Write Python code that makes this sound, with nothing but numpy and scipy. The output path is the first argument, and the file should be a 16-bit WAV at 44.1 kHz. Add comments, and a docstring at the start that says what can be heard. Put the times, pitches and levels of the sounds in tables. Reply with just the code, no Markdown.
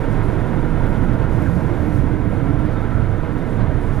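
"""Freight train from an idling vehicle.

A freight train rolls past on an embankment, heard through the window of a standing vehicle whose
engine throbs. Wagons rumble, boom and knock; wheels and rails roar, ring and squeak. Cars and a
motorbike drone by on the road below. Faint hiss and ticks on top; bass much stronger on the right."""
import sys
import numpy as np
from scipy import signal
from scipy.fft import rfft, irfft
from scipy.io import wavfile

SR = 44100
rng = np.random.default_rng(int(sys.argv[2]) if len(sys.argv) > 2 else 0)


def generate_wav(sig):
    """Save sig (samples, or channels by samples) to the path in sys.argv[1] as 16-bit PCM at SR."""
    pcm = np.round(np.clip(np.atleast_2d(sig).T, -1, 1) * 32767).astype(np.int16)
    wavfile.write(sys.argv[1], SR, pcm)


N = 176400
TIME_S, FREQ_HZ = np.arange(N) / SR, np.arange(N // 2 + 1) * SR / N

# Table levels are relative; trims and panning follow.
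HISS_SPECTRUM = [(2000, -13), (4500, 1.5), (6300, 1), (8300, -2), (9600, -1), (10800, 1), (12500, -5.5),
                 (15500, -14)]  # fine hiss: freq_hz, density_db
HISS_ENVELOPE = [(0, -58.5), (.7, -60.5), (.95, -59), (1.25, -62), (1.4, -56.5), (1.62, -59.5),
                 (1.91, -59.5), (1.96, -56), (2.03, -60.5), (2.16, -62.5), (3.42, -62), (3.52, -60),
                 (3.65, -62.5), (4, -58.5)]  # fine hiss: time_s, level_db
LIGHT_TICKS = [(1.422, -51), (2.592, -55)]  # ticks in the hiss: start_s, level_db
ENGINE_ENVELOPE = [(0, -25), (.9, -22.5), (1.6, -27.5), (2.3, -28), (2.8, -24.5), (3.3, -27), (4, -22.5)]  # idling engine: time_s, level_db
ENGINE_HARMONICS = [0, -15, -16]  # firing harmonics 1-3: level_db
# passing engines, tyres, wagons: start_s, length_s, start_hz, end_hz, level_db, rough_share
PASSING_DRONES = [(.16, .3, 385, 370, -35, .9), (.42, .4, 163, 159, -31, .3), (.88, .36, 80, 78, -31, .3),
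                  (1.1, .36, 119, 126, -29.5, .3), (1.24, .28, 325, 335, -32, .8),
                  (1.36, .32, 82, 80, -24.5, .08), (1.36, .28, 170, 174, -30, .3),
                  (1.54, 1.36, 296, 304, -31, .35), (1.59, .24, 350, 343, -34, .3),
                  (1.72, .42, 79, 76, -27.5, .3), (1.85, .35, 124, 120, -28.5, .3),
                  (1.91, .22, 472, 474, -35, .1), (1.92, .22, 335, 338, -33, .7),
                  (1.93, .24, 284, 284, -29.5, .2), (2.28, .36, 280, 278, -33.5, .5),
                  (2.27, .27, 477, 472, -37, .3), (2.45, .46, 70, 80, -31, .7),
                  (2.86, .4, 99.5, 100.5, -25.4, .12), (3.38, .2, 470, 465, -36.5, .8)]
WHEEL_SQUEAKS = [(.22, .11, 9920, 320, -63), (0, 2.1, 1405, 55, -45.5), (.53, .55, 3490, 70, -65),
                 (.77, .13, 960, 50, -39), (.85, .08, 11300, 280, -65.5), (.96, .045, 10750, 300, -67),
                 (1.44, .06, 1580, 300, -38.5), (1.49, .05, 10950, 400, -66), (1.61, .04, 11400, 400, -66),
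                 (1.625, .025, 13900, 700, -66), (1.846, .05, 11250, 380, -62.5),
                 (1.915, .08, 11200, 2200, -63.5), (2.24, .18, 10600, 450, -70),
                 (2.55, .32, 4100, 1300, -64), (2.71, .14, 3635, 45, -57.5), (3.0, 1.0, 3620, 40, -66),
                 (3.483, .055, 8570, 320, -64), (3.495, .05, 10980, 400, -63.5),
                 (3.58, .07, 4150, 900, -58.5), (3.76, .13, 9900, 280, -64.5)]  # rubbing wheels: start_s, length_s, pitch_hz, width_hz, level_db
GEAR_KNOCKS = [(1.214, -21), (3.588, -26)]  # running-gear blows: start_s, level_db
KNOCK_SPECTRUM = [(200, -9), (500, 3), (1000, -3.5), (1600, -13), (3000, -28), (8000, -60)]  # running-gear blows: freq_hz, density_db
SINGING_MODES = [(1340, 75, -45), (1490, 110, -53)]  # singing wheel: pitch_hz, width_hz, level_db
SINGING_ENVELOPE = [(0, 0), (.85, -1), (1.45, -2), (2.25, -8), (2.48, 1), (2.66, -1), (2.75, 4),
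                    (2.85, 2.5), (2.96, 8), (3.06, -1), (3.33, 0), (3.6, -5), (4, -7)]  # its swell in passing: time_s, level_db
RUMBLE_SPECTRUM = [(20, -11), (40, -6.5), (50, -5), (62, -3.5), (80, -4), (125, 0.5), (165, -9.5),
                   (240, -22), (380, -32), (1500, -100)]  # deep wagon rumble: freq_hz, density_db
RUMBLE_ENVELOPE = [(0, -25), (.8, -26.5), (1.1, -24.5), (1.5, -24), (1.7, -27.5), (2.0, -22.5), (2.35, -26),
                   (2.55, -23), (2.75, -27), (2.95, -23), (3.35, -26), (3.55, -29.5), (3.6, -22.5),
                   (3.82, -26.5), (4, -21.5)]  # deep wagon rumble: time_s, level_db
BOOM_SPECTRUM = [(70, -9.5), (125, -7), (160, -1.5), (200, -4), (250, -4.5), (335, -9.5), (385, -17),
                 (1500, -100)]  # hollow boom of wagons and traffic: freq_hz, density_db
BOOM_ENVELOPE = [(0, -30), (.3, -28.5), (.45, -27), (.85, -28), (1.08, -24), (1.25, -28.5), (1.45, -24.5),
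                 (1.7, -28.5), (2.05, -27.5), (2.4, -26.5), (2.7, -28.5), (2.95, -28), (3.18, -31),
                 (3.45, -28), (4, -30.5)]  # hollow boom: time_s, level_db
ROAR_SPECTRUM = [(100, -30), (330, 0), (480, 1), (560, -2), (800, -5.5), (1000, -7), (1170, -11.5),
                 (1500, -10.5), (2100, -17.5), (2800, -26.5), (3500, -29.5), (4400, -38), (7000, -60),
                 (15000, -80)]  # wheels on rails: freq_hz, density_db
ROAR_ENVELOPE = [(0, -30), (.35, -29.7), (.65, -30.8), (1.05, -30.4), (1.3, -31.3), (1.45, -30.8),
                 (1.7, -31.6), (2.0, -31.3), (2.2, -32.5), (2.45, -31.7), (2.9, -31.7), (3.2, -32.6),
                 (3.55, -31.7), (4, -32)]  # wheels on rails: time_s, level_db
RING_MODES = [(297, 36, -36), (470, 45, -42), (640, 50, -47), (965, 90, -46), (1520, 110, -51),
              (2130, 90, -55), (1868, 14, -55.5), (3615, 45, -72)]  # wheel and wagon-body resonances: pitch_hz, width_hz, level_db
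SIDE_SPECTRUM = [(30, -9), (60, -9), (200, -14.5), (500, -25), (2000, -15), (3000, -9.5), (4500, -21),
                 (6300, -7), (8000, -10), (10000, -1)]  # diffuse sound, side over mid: freq_hz, gain_db
LEFT_BALANCE = [(27, -8), (45, -29), (65, -15), (130, -19), (220, -15.5), (340, -12), (520, -8.5),
                (810, -6.5), (1240, -5), (1900, -2.5), (3400, -3.5), (4600, 0), (8000, 0), (11000, -6),
                (15000, -1)]  # left ear over right: freq_hz, gain_db
LEFT_PHASE = [(27, 0.19), (60, -0.55), (110, 0.42), (260, 0.76), (500, 1), (1100, 0.57), (3000, 0.49),
              (5000, .02)]  # left ear ahead of right: freq_hz, lead_rad


def from_db(db):
    """Decibels to gain."""
    return 10 ** (np.asarray(db) / 20)


def unit_rms(x):
    """Scale to rms 1."""
    return x / np.sqrt(np.mean(x ** 2))


def over_time(rows):
    """Interpolate (time_s, value) rows linearly."""
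    return np.interp(TIME_S, *np.array(rows).T)


def over_freq(rows):
    """Interpolate (freq_hz, value) rows on a log-frequency axis."""
    freq_hz, value = np.array(rows).T
    return np.interp(np.log(FREQ_HZ + 1), np.log(freq_hz), value)


def drift(cutoff_hz):
    """Slow random motion: mean 0, rms 1."""
    lowpass = np.exp(-(FREQ_HZ / cutoff_hz) ** 2) * (FREQ_HZ > 0)
    return unit_rms(irfft(rfft(rng.standard_normal(N)) * lowpass, N))


def stereo_noise(bin_gain):
    """Coloured noise, mid at rms 1; the ears differ most in the high treble."""
    mid_bins, side_bins = rfft(rng.standard_normal((2, N))) * bin_gain
    mid = irfft(mid_bins, N)
    side = irfft(side_bins * from_db(over_freq(SIDE_SPECTRUM)), N)
    return np.array([mid + side, mid - side]) / np.std(mid)


def shaped_noise(spectrum):
    """Stereo noise following (freq_hz, density_db) rows."""
    return stereo_noise(from_db(over_freq(spectrum)))


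def band_noise(centre_hz, width_hz):
    """Stereo noise through one steep resonance."""
    return stereo_noise(1 / (1 + 2 * ((FREQ_HZ - centre_hz) / width_hz) ** 2))


def hiss_and_ticks(trim_db=0.5, flicker_db=0.77, tick_decay_s=0.004):
    """Thin flickering hiss with two light ticks."""
    hiss = shaped_noise(HISS_SPECTRUM)
    hiss *= from_db(over_time(HISS_ENVELOPE) + trim_db + flicker_db * drift(25))
    tick_gain = np.zeros(N)
    for start_s, level_db in LIGHT_TICKS:
        age_s = TIME_S - start_s
        tick_gain += from_db(level_db) * (age_s >= 0) * np.exp(-np.abs(age_s) / tick_decay_s)
    return hiss + tick_gain * band_noise(centre_hz=11000, width_hz=5000)


def idling_engine(firing_hz=27.58, wander_ratio=0.005, flutter_db=1.4):
    """The standing vehicle's engine throbs at a slightly unsteady firing rate."""
    pitch_hz = firing_hz * (1 + wander_ratio * drift(2))
    phase_rad = 2 * np.pi * np.cumsum(pitch_hz) / SR
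    throb = sum(from_db(level_db) * np.sin(order * phase_rad)
                for order, level_db in enumerate(ENGINE_HARMONICS, 1))
    return unit_rms(throb) * from_db(over_time(ENGINE_ENVELOPE) - flutter_db * drift(8))


def passing_traffic(trim_db=-0.75, fade_s=0.082, wander_ratio=0.0029, smear_hz=25.5):
    """Drones swell and fade as vehicles pass; the rough share is smeared around each pitch."""
    drones = np.zeros(N)
    for start_s, length_s, start_hz, end_hz, level_db, rough_share in PASSING_DRONES:
        end_s = start_s + length_s
        glide_hz = np.interp(TIME_S, [start_s, end_s], [start_hz, end_hz])
        pitch_hz = glide_hz * (1 + wander_ratio * drift(7.2))
        carrier = np.exp(2j * np.pi * np.cumsum(pitch_hz) / SR)
        smear = drift(smear_hz) + 1j * drift(smear_hz)
        grain = np.sqrt(2 * (1 - rough_share)) + np.sqrt(rough_share) * smear
        fade = np.clip(np.minimum(TIME_S - start_s, end_s - TIME_S) / fade_s, 0, 1)
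        drones += np.imag(grain * carrier) * fade * from_db(level_db + trim_db)
    return drones


def wheel_squeaks():
    """Rubbing wheels sing in narrow bands or scrape in wide ones."""
    squeaks = np.zeros((2, N))
    for start_s, length_s, pitch_hz, width_hz, level_db in WHEEL_SQUEAKS:
        swell = np.sin(np.pi * np.clip((TIME_S - start_s) / length_s, 0, 1))
        squeaks += band_noise(pitch_hz, width_hz) * from_db(level_db) * swell
    return squeaks


def gear_knocks(rise_s=0.003, decay_s=0.014):
    """The running gear knocks: short, dull noise bursts."""
    blow_gain = np.zeros(N)
    for start_s, level_db in GEAR_KNOCKS:
        age_s = np.maximum(TIME_S - start_s, 0)
        blow_gain += from_db(level_db) * np.tanh(age_s / rise_s) ** 2 * np.exp(-age_s / decay_s)
    return blow_gain * shaped_noise(KNOCK_SPECTRUM)


def singing_wheel():
    """One wheel rings out above the roar as it nears."""
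    ring = sum(band_noise(pitch_hz, width_hz) * from_db(level_db)
               for pitch_hz, width_hz, level_db in SINGING_MODES)
    return ring * from_db(over_time(SINGING_ENVELOPE))


def wagon_rumble(rumble_trim_db=2.2, boom_trim_db=1.8, shake_db=0.14):
    """Wagons shaken by the track: deep rumble under a hollow boom."""
    rumble = shaped_noise(RUMBLE_SPECTRUM)
    rumble *= from_db(over_time(RUMBLE_ENVELOPE) + rumble_trim_db - shake_db * drift(6))
    boom = shaped_noise(BOOM_SPECTRUM) * from_db(over_time(BOOM_ENVELOPE) + boom_trim_db)
    return rumble + boom


def rolling_roar(roar_trim_db=0.54, flicker_db=0.73, ring_swell_db=0.65):
    """Wheels roar on the rails; wheel and body resonances follow the roar, each swelling at random."""
    rolling_db = over_time(ROAR_ENVELOPE) + flicker_db * drift(29)
    roar = shaped_noise(ROAR_SPECTRUM) * from_db(rolling_db + roar_trim_db)
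    rings = sum(band_noise(pitch_hz, width_hz) * from_db(level_db + ring_swell_db * drift(3.6))
                for pitch_hz, width_hz, level_db in RING_MODES)
    return roar + rings * from_db(rolling_db - rolling_db.mean())


def scene():
    """All sources; bass leans right, phase shifted between the ears."""
    train = wagon_rumble() + rolling_roar() + singing_wheel() + gear_knocks()
    mix = train + idling_engine() + passing_traffic() + wheel_squeaks() + hiss_and_ticks()
    left = from_db(over_freq(LEFT_BALANCE)) * np.exp(1j * over_freq(LEFT_PHASE))
    right = np.ones_like(left)
    pan = np.array([left, right]) * 2 / np.abs(left + right)  # mid level preserved
    return irfft(rfft(mix) * pan, N)


def record(dry, fade_s=0.003, cutoff_hz=15500):
    """Click-free edge fades, then a steep low-pass."""
    fade = np.minimum(np.minimum(TIME_S, TIME_S[-1] - TIME_S) / fade_s, 1)
    lowpass = signal.ellip(8, rp=0.2, rs=70, Wn=cutoff_hz, fs=SR, output="sos")
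    return signal.sosfilt(lowpass, dry * fade)


dry = scene()
out = record(dry)
generate_wav(out)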